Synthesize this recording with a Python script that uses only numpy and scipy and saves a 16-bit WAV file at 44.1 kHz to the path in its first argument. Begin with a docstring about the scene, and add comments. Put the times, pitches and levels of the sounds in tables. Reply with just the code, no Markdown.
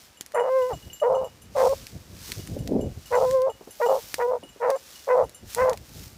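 """A hound bays nine times on a scent in a dry field, its voice breaking between hoarse rasp and clear howl as
the vocal folds pass between chaotic and periodic vibration. A small collar bell jingles in its struck modes.
Close by, someone wades through tall grass: blades swish by friction and stems snap, while the hound's paws thud
softly. Turbulent wind rumbles on the microphone, with one strong gust, over a faint hiss of air."""
import sys
import numpy as np
from scipy import signal
from scipy.fft import rfft, irfft, next_fast_len
from scipy.io import wavfile
from scipy.ndimage import uniform_filter1d

SR = 44100
rng = np.random.default_rng(int(sys.argv[2]) if len(sys.argv) > 2 else 0)


def pcm_store(signal):
    """Save signal as 16-bit PCM."""
    levels = np.round(np.clip(np.atleast_2d(signal), -1, 1) * 32767)
    wavfile.write(sys.argv[1], SR, levels.astype(np.int16).T)


N = 272097
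TIME = np.arange(N) / SR


# Vocal tract response with the muzzle nearly shut: frequency_hz, gain_db
THROAT_RESPONSE = [(150, -16.5), (350, -24), (450, 3), (525, 3), (620, 4.5), (760, -1.5), (900, -1),
                   (1060, -14), (1280, -14.5), (1550, -38.5), (2600, -113)]
# Response that the open mouth adds: frequency_hz, gain_db
MOUTH_RESPONSE = [(500, -38), (750, -9), (950, 6), (1200, 5), (1560, 0), (1750, 3), (2020, -0.5),
                  (2250, -8), (2650, -15.5), (2950, -22), (3300, -34), (4500, -36)]
def hound(voice_db=-2.5, mouth_db=8.5):
    """Source and filter: the throat shapes the folds' pulses; an open mouth radiates upper partials."""
    pitch, gain, opening_db, rough = baying()
    source = vocal_folds(pitch, rough)
    throat = evened(coloured(source, THROAT_RESPONSE), window_s=.008)
    mouth = evened(coloured(source, MOUTH_RESPONSE), window_s=.008)
    return gain * from_db(voice_db) * (throat + from_db(opening_db + mouth_db) * mouth)


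def vocal_folds(pitch, rough):
    """Nonlinear oscillation: driven harder, the pulses alternate strong and weak, then turn chaotic."""
    chaos = np.clip((rough - .36) / .6, 0, 1)
    doubling = np.clip(rough / .3, 0, 1) ** 2
    wander = .002 * drift(40) + .045 * chaos * drift(70)
    phase = 2 * np.pi * np.cumsum(pitch * (1 + wander)) / SR + .35 * chaos * drift(240)
    pulses = sum(np.sin(k * phase) for k in range(1, 8))
    strength = 1 + .13 * doubling * np.cos(phase / 2) + .3 * chaos * drift(200)
    # in chaos the two folds slip out of step and beat about every fifth cycle
    beat = 1 + .75 * chaos * np.cos(phase / 5 + 1.5 * drift(45))
    rasp = (.012 + .5 * chaos ** 2) * noise([(100, 0), (4000, 0)]) * (1 + .7 * np.cos(phase))
    return (pulses * strength + 2 * rasp) * beat


# The hound's calls: start_s, length_s, break_after_s, release_s, sag_s, yelp_hz, bark_hz, howl_hz,
# yelp_db, bark_db, howl_db, break_dip_db, mouth_open_db, mouth_shut_db, bark_roughness (0-1)
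BAYS = [(0.338, 0.422, 0.093, 0.035, 0.074, 603, 501.4, 517.7, -19.5, -17, -21.5, 8, -16, -29, 0.79),
        (1.015, 0.280, 0.076, 0.2, 0.046, 605.5, 492.6, 524.5, -13.5, -14.5, -15.5, 7.5, -26.5, -47, 0.61),
        (1.548, 0.2, 0.14, 0.018, 0.012, 562.3, 525, 541.9, -20, -14, -19, 11.5, -25, -47, 0.84),
        (3.105, 0.420, 0.093, 0.079, 0.038, 502.6, 507.8, 513.4, -23, -14.5, -16, 12.5, -16.5, -41, 0.73),
        (3.797, 0.21, 0.084, 0.091, 0.039, 605.6, 492.8, 534.3, -18, -16, -15, 12.5, -15.5, -41, 0.86),
        (4.18, 0.21, 0.092, 0.048, 0.027, 537.5, 494.3, 498, -21.5, -18.5, -20, 7.5, -15.5, -40, 0.83),
        (4.598, 0.180, 0.1, 0.03, 0.02005, 476.6, 508.6, 532, -28.5, -18, -20.5, -5, -18.5, -29, 0.85),
        (5.07, 0.190, 0.0961, 0.051, 0.036, 556.5, 514, 525, -20.5, -13.5, -14.5, 6, -19, -36, 0.8),
        (5.559, 0.2, 0.13, 0.089, 0.047, 471.6, 516, 506, -27.5, -16, -15.5, -3, -16, -27.5, 0.7)]
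# Steadier spans of the folds: start_s, end_s, roughness (0 clear, 0.3 period doubled, 1 chaotic)
STEADY_SPANS = [(0.496, 0.697, 0.03), (0.717, 0.753, 0.3), (1.178, 1.21, 0.44), (1.683, 1.724, 0.18),
                (3.253, 3.466, 0.1), (3.821, 3.857, 0.076), (4.219, 4.31, 0.4), (4.721, 4.752, 0.24),
                (5.112, 5.148, 0.46), (5.59, 5.643, 0.52), (5.686, 5.733, 0.76)]
# Two howls drawn out into held notes, one curve each: time_s, pitch_hz, level_db
HELD_NOTES = [
    [(0.51, 519.6, -20.5), (0.568, 529.2, -16), (0.634, 500, -20), (0.69, 511, -27.5)],
    [(3.275, 505, -21), (3.293, 506.3, -20), (3.315, 525.3, -24), (3.349, 532.3, -14.5),
     (3.403, 507.6, -19), (3.46, 533.7, -18)],
]
def baying(lock_s=.015, held_blend_s=.03115, held_db=.5):
    """Phonation over all the bays: at times the folds lock into a steadier tone or hold a note."""
    controls = np.zeros((4, N))
    controls[0] = 500   # pitch between bays, Hz
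    for start_s, length_s, *shape in BAYS:
        during = (TIME >= start_s) & (TIME < start_s + length_s)
        controls[:, during] = bay(TIME[during] - start_s, length_s, *shape)
    pitch, gain, opening_db, rough = controls
    for start_s, end_s, steady_rough in STEADY_SPANS:
        locked = ramp(TIME, start_s - lock_s / 2, lock_s) - ramp(TIME, end_s - lock_s / 2, lock_s)
        rough = blend(rough, steady_rough, locked)
    for note in HELD_NOTES:
        note_hz, note_db = in_time(note)
        start_s, end_s = note[0][0], note[-1][0]
        held = ramp(TIME, start_s - held_blend_s, held_blend_s) - ramp(TIME, end_s, held_blend_s)
        pitch = blend(pitch, note_hz, held)
        gain = blend(gain, from_db(note_db + held_db), held)
    return pitch, gain, opening_db, rough


def bay(t, length_s, break_s, release_s, sag_s, yelp_hz, bark_hz, howl_hz,
        yelp_db, bark_db, howl_db, dip_db, open_db, shut_db, bark_rough, howl_rough=.9):
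    """Register break: a yelp and open-mouthed bark flip to a hoarse howl that sags as air runs out."""
    yelp_s, half_break_s = .017, .0055
    sag_hz_per_s, sag_db_per_s = 3000, 124
    barking = ramp(t, yelp_s, .008)
    howling = ramp(t, break_s - half_break_s, 2 * half_break_s)
    in_bark_s = np.maximum(t - yelp_s, 0)
    in_sag_s = np.maximum(t - length_s + sag_s, 0)
    closing = ramp(t, .51 * break_s, .03)
    jaw_open = ramp(t, 0, .022) ** 2 * (1 - closing)

    scoop_hz = bark_hz * (1 - .12 * np.exp(-in_bark_s / .016))   # the bark starts flat and slides up
    droop = 1 - .025 * closing * (1 - howling)   # pitch gives way as the mouth closes
    pitch = blend(blend(yelp_hz, scoop_hz, barking), howl_hz, howling) * droop
    pitch -= sag_hz_per_s * in_sag_s

    swelling_db = bark_db - 7.5 * np.exp(-in_bark_s / .023)
    level_db = blend(blend(yelp_db, swelling_db, barking), howl_db, howling)
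    level_db -= dip_db * np.exp(-((t - break_s) / half_break_s) ** 2)
    level_db -= sag_db_per_s * in_sag_s
    gain = from_db(level_db) * ramp(t, 0, .014) * ramp(length_s - t, 0, release_s)
    return pitch, gain, blend(shut_db, open_db, jaw_open), blend(bark_rough, howl_rough, howling)


def field(x, echo_db=-32.5, t60=0.66):
    """Diffuse scattering: brush and slopes return a faint, short tail."""
    tail = rng.standard_normal(SR // 2) * from_db(-60 * TIME[:SR // 2] / t60)
    return x + from_db(echo_db) * signal.fftconvolve(x, tail / np.linalg.norm(tail))[:N]


# Strikes of the clapper: start_s, level_db, brightness_db
CLAPPER_HITS = [(0.1716, -56, -4), (0.346, -50.5, 7.5), (0.397, -44.5, -5), (0.619, -49.5, -7),
                (0.733, -47, -6), (0.826, -52.5, -7), (0.9, -46, -24), (0.9309, -44.5, 0), (1, -44, -3.5),
                (1.15, -46.5, -6), (1.2441, -50, -3.5), (1.4195, -60, 7), (2.396, -53, -11),
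                (2.589, -58, 6), (2.8105, -51.5, 3.5), (3.058, -52.5, 2), (3.152, -52, 6),
                (3.4985, -49.5, -3.5), (3.708, -56.5, 11), (3.8624, -43.5, -11), (4.4349, -48, -4.5),
                (4.4902, -51, -6), (4.7593, -58, 6.5), (4.956, -51, -13), (5.24, -60.5, 7),
                (5.3463, -55, 8.5)]
# Natural modes of the bell: frequency_hz, level_db, t60_s
BELL_MODES = [(2902, -5.5, .3), (2925, -7, .17), (6165, -11, .14), (7328, -3.5, .17), (9570, -6, .14),
              (10820, -11, .1), (12460, -10, .12)]
def collar_bell(bell_db=6.5, upper_above_hz=4000):
    """Modal vibration: each strike rings every mode, the upper ones with strengths of its own."""
    start_s, level_db, bright_db = np.transpose(CLAPPER_HITS)
    out = np.zeros(N)
    for hz, mode_db, t60 in BELL_MODES:
        upper_db = bright_db - 2 + 4.5 * rng.standard_normal(len(start_s))
        hit_db = level_db + mode_db + (hz > upper_above_hz) * upper_db
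        out += ring(clicks(start_s, from_db(hit_db)), hz, t60)
    return from_db(bell_db) * out


# One swish for each stride: crest_s, rise_s, hold_s, fall_s, level_db, extra_treble_db
STRIDES = [(0.0, 0.1, 0.05, 0.11, -51, 3), (0.598, 0.32, 0.061, 1, -49.5, 4),
           (1.578, 0.054, 0.081, 0.44, -38.5, 1.5), (2.27, 0.19, 0.008, 0.45, -38, 3),
           (3.166, 0.38, 0.16, 0.13, -43, 2), (3.864, 0.29, 0.29, 0.19, -43, 6),
           (4.929, 0.51, 0.034, 0.5, -45, 2), (5.506, 0.058, 0.034, 0.26, -39, 4),
           (5.983, 0.29, 0.052, 0.23, -45, 4.5)]
# Spectrum of rubbing blades: frequency_hz, density_db
GRASS_SPECTRUM = [(530, -11), (900, -5), (2450, -2.5), (2720, -2.5), (5510, 2), (9930, -6), (15000, -8)]
def grass(swish_db=-3.0, rustle_db=-60, ticks_per_s=1500, tick_spread_db=3.5):
    """Friction noise: blades rub in a hiss full of tiny ticks, swelling at each stride, some crisper."""
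    rustle_power = from_db(rustle_db) ** 2
    swishes = [swell(*stride[:5]) for stride in STRIDES]
    crisp_swishes = [power * from_db(stride[-1]) ** 2 for power, stride in zip(swishes, STRIDES)]
    body_gain = np.sqrt(rustle_power + sum(swishes))
    treble_gain = np.sqrt(rustle_power + sum(crisp_swishes))
    heights = from_db(tick_spread_db * np.minimum(rng.exponential(1, N), 4.2))
    ticks = rms_one(random_clicks(heights, ticks_per_s))
    rub = rms_one(coloured(ticks + rng.standard_normal(N), GRASS_SPECTRUM))
    treble = coloured(rub, [(9000, -20), (13000, 0), (16000, 0)])
    return from_db(swish_db) * (body_gain * (rub - treble + crackles()) + treble_gain * treble)


def crackles(rate_per_s=16, height_db=16, spread_db=3.5):
    """A Poisson process: single dry blades give way in sparse, sharp ticks."""
    heights = from_db(height_db + spread_db * np.minimum(rng.exponential(1, N), 3))
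    return coloured(random_clicks(heights, rate_per_s), GRASS_SPECTRUM)


# Dry stems breaking: start_s, level_db, pitch_hz
STEM_BREAKS = [(0.2097, -23, 4700), (0.2625, -35.5, 7320), (0.3203, -40, 1630), (1.8684, -30.5, 1900),
               (2.3192, -21.5, 4340), (2.474, -34, 6540), (2.6754, -27.5, 2570), (3.3109, -28, 3960),
               (3.4188, -32, 1570), (4.1422, -16.5, 4650), (4.7032, -24.5, 1560), (5.2946, -36, 4950),
               (5.5479, -20, 14900), (5.6959, -27, 6790), (5.7317, -28.5, 3830), (5.7742, -31.5, 2330)]
def snaps(snap_db=0.5, stem_db=-5, stem_t60=0.006, crack_t60=0.0073, splinter_t60=0.073,
          thick_hz=4000, thin_hz=10000):
    """Brittle fracture: a stem cracks, rings and splinters; thick ones sound woody, thin ones sharp."""
    start_s, level_db, pitch_hz = np.transpose(STEM_BREAKS)
    thin = np.clip((pitch_hz - thick_hz) / (thin_hz - thick_hz), 0, 1)
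    woody = noise([(300, 0.5), (1000, -32.5), (1800, 1), (2800, -6), (4500, -2.5), (7000, -4.5),
                   (15000, -12)])
    sharp = noise([(1500, -11), (5000, 1.5), (9000, 3), (12000, -1), (15000, -41.0)])
    splinters = from_db(-20 + 5 * drift(300))
    out = sum(ring(clicks([at], from_db(db + stem_db)), hz, stem_t60) for at, db, hz in STEM_BREAKS)
    for share, colour in ((1 - thin, woody), (thin, sharp)):
        breaks = clicks(start_s, np.sqrt(share) * from_db(level_db + snap_db))
        out += colour * (fading(breaks, crack_t60) + splinters * fading(breaks, splinter_t60))
    return out


# Soft steps of the hound's paws on matted grass: start_s, level_db
FOOTFALLS = [(0.873, -50.5), (3.61, -44), (3.673, -42.5), (4.429, -40), (4.561, -51.5)]
def footfalls(thud_db=2.5):
    """Damped impact: matted grass is pressed down with a dull, short puff."""
    start_s, level_db = np.transpose(FOOTFALLS)
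    envelope = fading(clicks(start_s, from_db(level_db + thud_db)), t60=0.11)
    return envelope * noise([(150, -7), (400, 5), (1200, -13.5)])


# Gusts on the microphone: crest_s, rise_s, hold_s, fall_s, level_db
GUSTS = [(0.739, 0.032, 0.0085, 0.042, -36), (0.865, 0.046, 0.0095, 0.083, -41.5),
         (1.105, 0.1, 0.028, 0.34, -45), (1.58, 0.27, 0.25, 0.059, -43.5),
         (1.929, 0.043, 0.0078, 0.13, -37.5), (2.18, 0.62, 0.078, 0.18, -47),
         (2.56, 0.28, 0.059, 0.28, -31), (2.565, 0.0066, 0.0065, 0.014, -21),
         (2.71, 0.087, 0.094, 0.12, -20.5), (2.848, 0.01, 0.028, 0.06, -29.5),
         (3.089, 0.091, 0.21, 0.34, -44.5), (4.08, 0.48, 0.22, 1.08, -57.5),
         (5.24, 0.058, 0.01, 0.079, -42.5), (5.428, 0.057, 0.03, 0.16, -47),
         (5.577, 0.046, 0.19, 0.19, -44), (5.954, 0.081, 0.067, 0.48, -42)]
# Pressure spectra of light and of strong wind: frequency_hz, density_db
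BREEZE_SPECTRUM = [(21, -46), (35, -6), (52, 0), (85, 0.5), (146, -5), (188, -7.5), (700, -24.5),
                   (910, -40), (1540, -120)]
GUST_SPECTRUM = [(35, -46), (60, -30), (232, 2.5), (351, -6), (398, -2.5), (674, -12.5), (1200, -42.5),
                 (1560, -69), (2640, -120)]
def wind(wind_db=-0.5, lull_db=-63.5, gust_onset_db=-35.5, gust_span_db=17.0, gust_db=-1.5):
    """Turbulence: eddies buffet the microphone; stronger wind sheds smaller ones, higher in pitch."""
    level_db = 10 * np.log10(from_db(lull_db) ** 2 + sum(swell(*row) for row in GUSTS))
    force = np.clip((level_db - gust_onset_db) / gust_span_db, 0, 1)
    breeze = evened(noise(BREEZE_SPECTRUM), window_s=.04) * from_db(4 * drift(16))
    gust = evened(noise(GUST_SPECTRUM), window_s=.02) * from_db(3.5 * drift(35))
    return from_db(level_db + wind_db) * ((1 - force) * breeze + from_db(gust_db) * force * gust)


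# Spectrum of the still air: frequency_hz, density_db
AIR_SPECTRUM = [(210, 2), (350, 1), (2660, -5.5), (2880, -7), (7390, -14.5), (15000, -21.5)]
def still_air(level_db=-58.5):
    """Ambient noise floor: a faint, steady, broadband hiss."""
    return from_db(level_db) * noise(AIR_SPECTRUM)


def from_db(db):
    """Decibels to amplitude ratio."""
    return 10 ** (np.asarray(db) / 20)


def rms_one(x):
    """Normalisation to unit power."""
    return x / np.sqrt(np.mean(x ** 2) + 1e-20)


def evened(x, window_s):
    """Gain control: short-term power is held at 1."""
    size = max(int(window_s * SR), 2)
    power = uniform_filter1d(uniform_filter1d(x ** 2, size), size)
    return x / np.sqrt(np.abs(power) + 1e-12)


def coloured(x, spectrum):
    """Spectral shaping by (frequency_hz, gain_db) points, falling 20 dB an octave beyond the ends."""
    hz, db = np.transpose(spectrum)
    size = next_fast_len(N + 4096)
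    octave = np.log2(np.maximum(np.arange(size // 2 + 1) * SR / size, 1))
    beyond = np.abs(octave - np.clip(octave, np.log2(hz[0]), np.log2(hz[-1])))
    response = from_db(np.interp(octave, np.log2(hz), db) - 20 * beyond)
    return irfft(rfft(x, size) * response, size)[:N]


def noise(spectrum):
    """Filtered Gaussian noise of unit power."""
    return rms_one(coloured(rng.standard_normal(N), spectrum))


def drift(rate_hz):
    """Random modulation: low-passed noise of unit power."""
    lowpass = signal.butter(2, rate_hz, fs=SR, output="sos")
    return rms_one(signal.sosfilt(lowpass, rng.standard_normal(N + SR))[SR:])


def clicks(times, heights):
    """Impulse excitation, one sample each."""
    out = np.zeros(N)
    out[np.round(np.asarray(times) * SR).astype(int)] = heights
    return out + 1e-18


def random_clicks(heights, rate_per_s):
    """Shot noise: impulses of random sign at random times."""
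    return heights * rng.choice([-1, 1], N) * (rng.random(N) < rate_per_s / SR)


def ring(x, hz, t60):
    """Damped resonator: a unit impulse starts a decaying sine of height 1."""
    radius, angle = from_db(-60 / (t60 * SR)), 2 * np.pi * hz / SR
    return signal.lfilter([0, np.sin(angle)], [1, -2 * radius * np.cos(angle), radius * radius], x)


def fading(x, t60):
    """Exponential decay after each impulse."""
    return signal.lfilter([1], [1, -from_db(-60 / (t60 * SR))], x)


def swell(crest_s, rise_s, hold_s, fall_s, db):
    """Power envelope, linear in decibels: 20 dB up in rise_s, a hold, 20 dB down in fall_s."""
    away = np.maximum(crest_s - TIME, 0) / rise_s + np.maximum(TIME - crest_s - hold_s, 0) / fall_s
    return from_db(db - 20 * np.minimum(away, 10)) ** 2


def ramp(t, start_s, length_s):
    """Linear rise from 0 to 1."""
    return np.clip((t - start_s) / max(length_s, 1e-4), 0, 1)


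def blend(a, b, share):
    """Linear crossfade from a to b."""
    return a + (b - a) * share


def in_time(rows):
    """Linear interpolation of a curve's columns at every sample."""
    time_s, *columns = np.transpose(rows)
    return [np.interp(TIME, time_s, column) for column in columns]


def scene():
    """Superposition: the dog out in the field; grass, wind and still air near by."""
    near = grass() + snaps() + footfalls() + wind() + still_air()
    return (field(hound()) + collar_bell() + near)[None]


def record(dry, bass_cut_hz=42, treble_cut_hz=15500):
    """Band limiting: the small microphone loses the deep bass, and the top is cut steeply."""
    highpass = signal.butter(2, bass_cut_hz, "high", fs=SR, output="sos")
    lowpass = signal.ellip(10, .2, 70, treble_cut_hz, fs=SR, output="sos")
    return signal.sosfilt(lowpass, signal.sosfilt(highpass, dry))


dry = scene()
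out = record(dry)
pcm_store(out)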